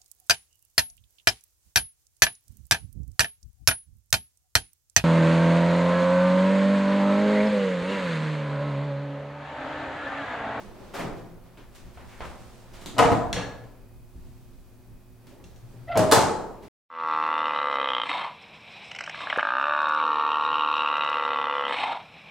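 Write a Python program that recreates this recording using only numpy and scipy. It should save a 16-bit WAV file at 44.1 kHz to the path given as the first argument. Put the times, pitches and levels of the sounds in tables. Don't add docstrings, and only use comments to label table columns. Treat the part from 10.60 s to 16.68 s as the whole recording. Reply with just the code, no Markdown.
import sys
import numpy as np
from scipy import signal
from scipy.fft import rfft, irfft, next_fast_len
from scipy.io import wavfile
from scipy.ndimage import map_coordinates

SR = 44100
rng = np.random.default_rng(int(sys.argv[2]) if len(sys.argv) > 2 else 0)


def volts(x):
    e = np.asarray(x, float) / 20
    return 10 ** e


def unload_audio(sound):
    columns = np.transpose(np.atleast_2d(sound))
    steps = np.round(np.clip(columns, -1, 1) * 32767)
    wavfile.write(sys.argv[1], SR, steps.astype(np.int16))


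N = 268304
ECHO = 31500
TOP_HZ = 16300
HISS_DB = -65
AIR_PAN_DB = -1
RUMBLE_DB, RUMBLE_FOLLOWS = -50, 0.21
CLOTH_DB, CLOTH_FOLLOWS = -74, 1.17
STICK_S, STICK_DB = .0021, -12

# (time [s], level [dB])
STIR = [(0, -47), (.12, -52), (.3, -49), (.8, -60), (.87, -56.5), (1.1, -62), (1.16, -56.5), (1.3, -58),
        (1.72, -51.5), (2.07, -55), (2.2, -50.5), (3.25, -62.5), (3.4, -64.5), (3.6, -62.5), (4.55, -63.5),
        (4.67, -59.5), (4.76, -61.5), (5.15, -58)]
# (time [s], peak level [dB], rise [s], fall [s])
RUSTLES = [
    (.02, -71, 0.016, 0.066),
    (.87, -77, 0.062, 0.036),
    (.982, -76, 0.032, .1),
    (1.158, -61, 0.036, .12),
    (1.66, -62, 0.51, 1),
    (2.2, -74, 0.033, 0.22),
    (3.599, -72, 0.21, 0.9),
    (3.95, -81, .08, .08),
    (4.7, -74, .015, 0.1),
    (5.12, -75, 0.68, 0.69),
]
# (frequency [Hz], level [dB])
HUM = [(118.4, -60), (253.0, -66.5), (360.7, -67.5), (2401, -87), (2519, -84), (4678, -86.5),
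       (10966, -86.5), (11693, -86), (12425, -94.5), (15703, -93)]
# (frequency [Hz], density [dB per Hz])
RUMBLE = [(8.8, -34), (15, 6), (42, 0), (86, -7.5), (122, -4.5), (150, -12.5), (251, -13), (282, -17),
          (500, -26), (650, -62.5), (1100, -120)]
# (frequency [Hz], density [dB per Hz])
SHUFFLE = [(120, -31), (200, 5), (302, -21), (353, 0.5), (407, -9), (519, -4.5), (565, -6), (971, -9.5),
           (6000, -29), (7800, -56), (13200, -120)]
# (frequency [Hz], density [dB per Hz])
CLOTH = [(1500, -10), (3000, -4.5), (9000, -6.5), (12000, -19), (16000, -36)]
# (frequency [Hz], density [dB per Hz])
HISS = [(350, -29), (600, 0), (884, -13), (934, -33), (2170, -14), (2460, -19.5), (3330, -17.5),
        (11400, -14), (16300, -11)]

# (frequency [Hz], likeness [-1 to 1])
AIR_LIKENESS = [(60, 0.36), (240, 0.38), (950, 0.8), (3770, 0.46), (15000, 0.05)]
# (frequency [Hz], likeness [-1 to 1])
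WALL_LIKENESS = [(60, -0.024), (120, 0.72), (240, 0.59), (480, 0.67), (950, 0.67), (1890, 0.81),
                 (3770, 0.5), (7520, 0.29), (15000, -0.3)]
# (frequency [Hz], t60 [s])
CAR = [(60, 1), (160, 0.92), (420, 1), (1100, 0.78), (2900, 0.51), (7700, 0.52), (14000, 0.27)]
# (low edge [Hz], high edge [Hz])
BANDS = [(60, 300), (400, 1500), (2000, 5000), (6000, 14000)]
SPREAD = [-1.5, -.3, .25, 1.2]

# (time [s], peak level [dB], weight [dB], edge [dB], contact length [s])
SCUFFS = [(.038, -40.5, -10, -36, 0.053), (.203, -39.5, -10, -43, 0.0049), (.334, -25, -23.5, -11, .017),
          (.379, -23.5, -13, -15.5, 0.016), (.439, -28.5, -1, -22, 0.0054), (.564, -51, 13, 6.5, 0.011),
          (1.249, -52, 10.5, 1, 0.013), (1.334, -54.5, -12, 2, .015), (1.47, -52, -20, -1, .03),
          (1.588, -56, -8, 3, .004), (1.645, -43, 4.5, -2.5, 0.0054), (2.129, -44, -36, -2.5, 0.015),
          (2.209, -46, -6, 3.5, .0069), (4.704, -45, -12, -67, 0.027), (5.129, -49, 1, -27, .015),
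          (6.021, -42, -9, -8.5, 0.012)]
# (time [s], peak level [dB], weight [dB], edge [dB], contact length [s])
SCRAPES = [
    (.395, -38, -5, -14, .01),
    (1.39, -55, -10, -14, 0.016),
    (1.478, -53, -8, -12, 0.011),
    (1.512, -50, -10, -14, .012),
    (1.555, -56, -10, -14, .01),
]
# (time [s], peak level [dB], weight [dB], edge [dB], contact length [s])
KNOCKS = [
    (.973, -42, -13, -18, 0.021),
    (1.149, -49.5, -9, 3, 0.024),
    (1.374, -38.5, -38, -39, 0.0022),
    (1.606, -28.5, -31, -30, 0.0011),
    (3.038, -55.5, -15, -6, .0025),
    (3.29, -53, -14, -51, .003),
    (3.558, -62, 35, -26, 0.0034),
    (4.669, -49, 9, 0, 0.004),
    (4.8, -47.5, -9, -44, 0.0046),
]
# (time [s], peak level [dB], weight [dB], edge [dB], contact length [s])
JOLTS = [
    (1.25, -63, 24, -30, 0.018),
    (1.36, -60, 24, -30, 0.014),
    (1.6, -53, 24, -30, .02),
    (1.68, -56.5, 23, -30, 0.013),
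    (2.64, -49, 28, -30, 0.027),
    (3.3, -62, 26, -30, .02),
    (3.55, -57, 29, -30, 0.0074),
    (5.26, -58, 22, -32, 0.023),
]
# (time [s], peak level [dB], weight [dB], edge [dB], contact length [s])
HEEL = [
    (1.623, -37.5, -10, -26, .002),
    (1.652, -37, -12, -33, 0.0033),
]
# (time [s], peak level [dB], weight [dB], edge [dB], contact length [s])
CATCH = [
    (2.2605, -35, -2, 1, 0.0011),
    (2.52, -46, -13.5, 8.5, .004),
]
# (time [s], peak level [dB], weight [dB], edge [dB], contact length [s])
POP = [
    (2.341, -43, 9, -20, .0076),
    (2.367, -28.5, -14, -40, 0.011),
    (2.378, -24, -11, -41, .004),
    (2.3825, -13.5, -16, -12.5, .003),
    (2.39, -10, -23, -16, 0.0062),
    (2.396, -6.5, -19, -39.5, 0.0075),
    (2.424, -7, -21, -40.5, 0.0028),
    (2.448, -11.5, -7.5, -28.5, 0.017),
    (2.518, -13.5, -5, -34.5, 0.005),
]
# (time [s], peak level [dB], weight [dB], edge [dB], contact length [s])
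SHIFTS = [
    (2.62, -46, 7, -42, 0.028),
    (5.02, -55, 13, -40, .02),
    (5.2, -58, 21, -40, 0.047),
]
# (time [s], peak level [dB], weight [dB], edge [dB], contact length [s])
STOP = [
    (2.729, -28.5, -3.5, 0, 0.00082),
    (2.763, -22, -4, -28.5, 0.03),
    (2.909, -44, 0, -35, .004),
    (4.841, -55.5, 17, 9.5, 0.0045),
    (4.96, -65, 17, 14, 0.006),
]
# (time [s], slip rate [Hz], level [dB])
HINGE = [
    (5.273, 685, -52),
    (5.283, 648, -38),
    (5.294, 680, -30),
    (5.308, 701, -25),
    (5.338, 672, -29),
    (5.36, 695, -21),
    (5.38, 635, -17),
    (5.43, 625, -23),
    (5.512, 628, -25),
]
STICKS = [5.2875, 5.3, 5.326, 5.341, 5.371, 5.389, 5.404, 5.441, 5.458, 5.472]
# (time [s], partial [multiple],
# level [dB], half length [s])
GRIPS = [(5.282, 2, -58, .003), (5.285, 3, -50, .005), (5.293, 3, -45, .005), (5.296, 2, -46, .006),
         (5.295, 3.9, -53, .004), (5.305, 3.8, -52, .004), (5.318, 2, -37, .006), (5.322, 3, -38, .004),
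         (5.322, 4.6, -52, .004), (5.329, 2, -38, .003), (5.33, 4, -50, .01), (5.326, 7, -62, .008),
         (5.333, 3, -44, .005), (5.345, 2, -36, .007), (5.346, 3, -45, .004), (5.362, 3.4, -42, .004),
         (5.39, 4.3, -38, .003)]
# (time [s], peak level [dB], weight [dB], edge [dB], contact length [s])
TOUCH = [
    (5.355, -19, -3, -33, .008),
    (5.365, -16, -8, -40, .008),
    (5.3735, -16, -19, -6.5, 0.0044),
    (5.392, -13.5, -2.5, -25, 0.0055),
    (5.445, -29, -11, -27, .006),
]
# (time [s], peak level [dB], weight [dB], edge [dB], contact length [s])
SLAM = [
    (5.5135, -14, -64, 0, 0.012),
    (5.517, -14, -16, -18.5, 0.019),
    (5.522, -3.5, -19.5, -7, 0.0023),
    (5.56, -8.5, -6.5, -23, .006),
]

# (frequency [Hz], level [dB], t60 [s])
FLOOR = [(119, -10, 1.7), (171.7, -1, 1.25), (407, 2.5, 0.52), (508, -15, 1.8), (554, 2, 0.25),
         (683, -1, 0.75), (777, -5.5, 0.43)]
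# (frequency [Hz], level [dB], t60 [s])
SILL = [(1030, -6, .25), (1340, -8, .3), (1560, -12, .2), (2700, -18, .2)]
# (frequency [Hz], level [dB], t60 [s])
WALLS = [(112, -4, .4), (281, -3, .75), (462, -2, .35), (511, -14, .6), (616, -8, .7), (701, -7, .7),
         (805, -13, .6), (1001, -8, .55), (1270, -8, .5), (1464, -17, .5), (1900, -22, .45),
         (2067, -15, .2), (2600, -21, .3), (2950, -20, .25)]
# (frequency [Hz], level [dB], t60 [s])
DOOR = [(180, -3, .6), (284, -9, .9), (495, -13, 1), (1384, -12, .6), (1690, -5, .65), (1880, -12, .3),
        (2040, -10, .2), (2730, -3, .25), (3240, -15, .4), (3400, -4, .15), (4020, -16, .4),
        (4300, -14, .5), (5570, -16, .35), (6570, -18, .3)]
# (frequency [Hz], level [dB], t60 [s])
FRAME = [(113, -7, .4), (300, -8, .5), (459, -8, .8), (578, -12, .6), (624, -10, .35), (870, -8, .7),
         (1020, -12, .3), (1283, -15, .6), (1497, -22, .6), (1750, -18, .15), (3480, -27, .2),
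         (4165, -27, .5), (4775, -29, .45)]
# (frequency [Hz], density [dB per Hz])
THUD = [(24, -41), (40, -12), (134, -13), (168, -11), (264, -3), (307, -2.5), (721, -9.5), (882, -9.5),
        (9620, -41), (16300, -42.5)]
# (frequency [Hz], density [dB per Hz])
GRIT = [(60, -30), (500, -14), (1500, 0), (2300, 1), (3000, -10), (4200, -16), (16300, -45)]
# (frequency [Hz], density [dB per Hz])
JOLT = [(24, 14), (70, 20), (110, 2), (400, 2), (1500, -30), (16300, -80)]
# (frequency [Hz], density [dB per Hz])
TICK = [(59, -33), (100, 2), (297, 7.5), (464, -14), (1600, -18.5), (1940, -14.5), (2500, -16), (3750, -8),
        (5620, -24.5), (6670, -18), (12100, -33.5), (15000, -28), (16300, -41)]
# (frequency [Hz], density [dB per Hz])
STEEL = [(24, -59), (40, -6), (107, -6), (221, -2.5), (277, 0), (415, -15.5), (459, 1.5), (561, -9.5),
         (704, -1.5), (1290, -15.5), (1650, -19.5), (8700, -45.5), (14400, -59), (16300, -78)]
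# (frequency [Hz], density [dB per Hz])
CLANK = [(24, -51), (40, -12), (186, -3), (245, -25), (284, -1), (348, -9), (482, 2), (1460, -9),
         (1700, -9.5), (2290, -12), (4200, -16.5), (5000, -27), (5670, -21), (16300, -53)]
# (frequency [Hz], density [dB per Hz])
BANG = [(24, -38), (40, -8.5), (109, -1.5), (339, 1), (447, 3), (507, -1.5), (882, -2.5), (2350, -23),
        (8490, -26.5), (14400, -36), (16300, -39.5)]


def unit(x):
    return x / np.sqrt(np.mean(x ** 2) + 1e-20)


def along(points, hz):
    f, v = np.transpose(points)
    return np.interp(np.log(hz + 1), np.log(f + 1), v)


def curves(rows):
    s, *columns = np.transpose(rows)
    return [np.interp(np.arange(N) / SR, s, column) for column in columns]


def wobble(rate):
    coarse = np.arange(0, N + 16, 16)
    knots = rng.standard_normal(int(N * rate / SR) + 4)
    return np.interp(np.arange(N), coarse, map_coordinates(knots, [coarse * rate / SR]))


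def stereo(pair, gain, alike):
    n = pair.shape[1]
    hz = np.fft.rfftfreq(n, 1 / SR)
    turn = np.arccos(np.clip(along(alike, hz), -1, 1)) / 2
    mid, side = irfft(rfft(pair) * gain(hz) * [np.cos(turn), np.sin(turn)], n)
    return np.array([mid + side, mid - side])


def rush(spectrum):
    pair = rng.standard_normal((2, N))
    pair = np.pad(pair, ((0, 0), (0, next_fast_len(N, True) - N)))
    return unit(stereo(pair, lambda hz: volts(along(spectrum, hz)), AIR_LIKENESS)[:, :N])


def background():
    stir_db, = curves(STIR)
    swing_db = stir_db - stir_db.mean()
    t = np.arange(N) / SR
    brush = 0
    for s, db, rise, fall in RUSTLES:
        brush = brush + volts(db - 20 * np.where(t < s, (s - t) / rise, (t - s) / fall))
    rumble_db = RUMBLE_DB + RUMBLE_FOLLOWS * swing_db + 2.2 * wobble(17) + 0.91 * wobble(4.12)
    rumble = volts(rumble_db) * rush(RUMBLE)
    shuffle = volts(stir_db + 0.56 * wobble(11)) * rush(SHUFFLE)
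    cloth_level = volts(CLOTH_DB + CLOTH_FOLLOWS * swing_db) + brush
    cloth = cloth_level * volts(1.24 * wobble(16)) * rush(CLOTH)
    hum = 0
    for hz, db in HUM:
        level = volts(db + 4.5 + 1.36 * wobble(6.6))
        hum = hum + level * np.sin(2 * np.pi * hz * t + 1.49 * wobble(14))
    pan = volts(np.array([[.5], [-.5]]) * AIR_PAN_DB)
    return pan * (rumble + shuffle + cloth + hum) + volts(HISS_DB) * rush(HISS)


def ring(modes, colour, split_hz):
    t = np.arange(ECHO) / SR
    hz, db, t60 = np.transpose(modes)[..., None]
    places = np.reshape(SPREAD, (4, 1, 1)) + .2 * rng.standard_normal((4, len(modes), 1))
    offsets = (split_hz + .006 * hz) * places
    cluster = np.exp(2j * np.pi * (hz + offsets) * t).sum(axis=0) / 2
    return volts(db - along(colour, hz) - 60 * t / t60) * cluster


def car():
    hz, frame, z = signal.stft(rng.standard_normal((2, ECHO)), SR, nperseg=256)
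    decay = volts(-60 * frame / along(CAR, hz)[:, None])
    tail = signal.istft(z * decay, SR, nperseg=256)[1][:, :ECHO]
    return tail * (1 - np.exp(-np.arange(ECHO) / SR / 0.00022))


def strikes(events, colour, modes, direct_db, crack_db, ring_db, clack_db, follows, soft=False):
    lead = 900
    out = np.zeros((2, N + SR))
    centres = np.sqrt(np.prod(BANDS, axis=1))
    usual = along(colour, centres) + 10 * np.log10(np.diff(BANDS)[:, 0])
    panels = ring(modes, colour, split_hz=2.81)
    fade_in = np.clip(np.arange(-lead, ECHO) / 20 + 1, 0, 1)
    fade_out = np.clip(np.arange(ECHO + lead)[::-1] / 8000, 0, 1)
    body_band = signal.butter(2, BANDS[1], "band", fs=SR, output="sos")
    for s, db, weight_db, edge_db, length in events:
        u = np.arange(ECHO) / SR / max(length, 2e-4)
        force = np.exp(-u) * u ** soft
        force[0] = volts(crack_db)
        force /= np.linalg.norm(force)
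        luck = rng.standard_normal((2, 2, len(modes)))
        strengths = volts(2 * luck[0]) * np.exp(1j * luck[1])
        sound = car() + volts(ring_db) * (strengths @ panels).imag
        sound *= np.sqrt(np.cumsum(force ** 2))
        sound[0] += volts(direct_db) * force * np.append(1, rng.standard_normal(ECHO - 1))

        balance_db = [weight_db, 0, clack_db + follows * edge_db, edge_db]
        own = np.transpose([centres, balance_db - usual + usual[1]])
        sound = np.pad(sound, ((0, 0), (lead, 0)))
        sound = stereo(sound, lambda hz: volts(along(colour, hz) + along(own, hz)), WALL_LIKENESS)
        sound *= fade_in * fade_out
        body = signal.sosfilt(body_band, sound[:, :SR // 8])
        level = volts(db - 14.5) / np.sqrt(np.mean(body ** 2))
        out[:, round(s * SR):][:, :ECHO + lead] += level * sound
    return out[:, lead:N + lead]


def scuffs():
    return strikes(SCUFFS, THUD, FLOOR, direct_db=26.0, crack_db=-33, ring_db=-24.5,
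                   clack_db=5.0, follows=1.0, soft=True)


def scrapes():
    return strikes(SCRAPES, GRIT, SILL, direct_db=26.5, crack_db=-33, ring_db=-35,
                   clack_db=5.5, follows=.12, soft=True)


def knocks():
    return strikes(KNOCKS, THUD, FLOOR, direct_db=26.5, crack_db=-10, ring_db=-35.5,
                   clack_db=5.5, follows=0.45)


def jolts():
    return strikes(JOLTS, JOLT, FLOOR[:1], direct_db=29, crack_db=-33, ring_db=-40.5,
                   clack_db=0, follows=.9, soft=True)


def heel():
    return strikes(HEEL, THUD, SILL, direct_db=29.0, crack_db=-10.5, ring_db=-11,
                   clack_db=4, follows=0.22)


def catch():
    return strikes(CATCH, TICK, FLOOR, direct_db=26.0, crack_db=23.0, ring_db=-46,
                   clack_db=3.0, follows=0.51)


def pop():
    return strikes(POP, STEEL, WALLS, direct_db=28.5, crack_db=-15.0, ring_db=-18.0,
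                   clack_db=-5.5, follows=0.4)


def shifts():
    return strikes(SHIFTS, THUD, FLOOR[:1], direct_db=0, crack_db=-33, ring_db=-5.0,
                   clack_db=-4, follows=.9, soft=True)


def stop():
    return strikes(STOP, CLANK, DOOR, direct_db=28.5, crack_db=-7, ring_db=-16.5,
                   clack_db=6.0, follows=0.33)


def hinge():
    slip_hz, level_db = curves(HINGE)
    t = np.arange(N) / SR
    phase = 2 * np.pi * np.cumsum(slip_hz * (1 + .022 * wobble(500))) / SR
    moving = (t > HINGE[0][0]) & (t < HINGE[-1][0])
    stall_db = STICK_DB * sum(np.exp(-((t - s) / STICK_S) ** 2) for s in STICKS)
    squeak = volts(level_db + 2 + stall_db + 1.5 * wobble(120)) * np.sin(phase)

    overtones, grip = 0, 0
    for s, partial, db, half in GRIPS:
        swell = volts(db + 3) * np.exp(-((t - s) / half) ** 2 / 2)
        overtones = overtones + swell * np.sin(partial * phase)
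        grip = grip + swell
    squeak += volts(2.5 * wobble(400)) * overtones

    grit_band = signal.butter(4, (900, 3300), "band", fs=SR, output="sos")
    grit = signal.sosfilt(grit_band, rng.standard_normal(N))
    squeak = moving * (squeak + volts(-9.5) * grip * grit * (1 + np.cos(phase)))

    echo = stereo(car(), lambda hz: 1, WALL_LIKENESS)
    echo /= np.linalg.norm(echo[0])
    return squeak + volts(-11) * signal.fftconvolve(squeak[None], echo, axes=1)[:, :N]


def touch():
    return strikes(TOUCH, BANG, FRAME[:5], direct_db=28, crack_db=-1, ring_db=-16.0,
                   clack_db=-9, follows=0.14)


def slam():
    return strikes(SLAM, BANG, FRAME, direct_db=27.0, crack_db=9.5, ring_db=-11.0,
                   clack_db=-5, follows=0.46)


def scene():
    shoes = scuffs() + scrapes() + knocks() + heel()
    opening = catch() + pop() + stop()
    closing = hinge() + touch() + slam()
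    return background() + shoes + jolts() + opening + shifts() + closing


def top_cut(x):
    return signal.sosfilt(signal.butter(12, 16470, fs=SR, output="sos"), x)


def record(dry):
    clipped = dry / (1 + np.abs(dry) ** 12) ** (1 / 12)
    low_pass = signal.butter(12, TOP_HZ, fs=SR, output="sos")
    mix = signal.sosfiltfilt(low_pass, clipped)
    return top_cut(mix)


dry = scene()
out = record(dry)
unload_audio(out)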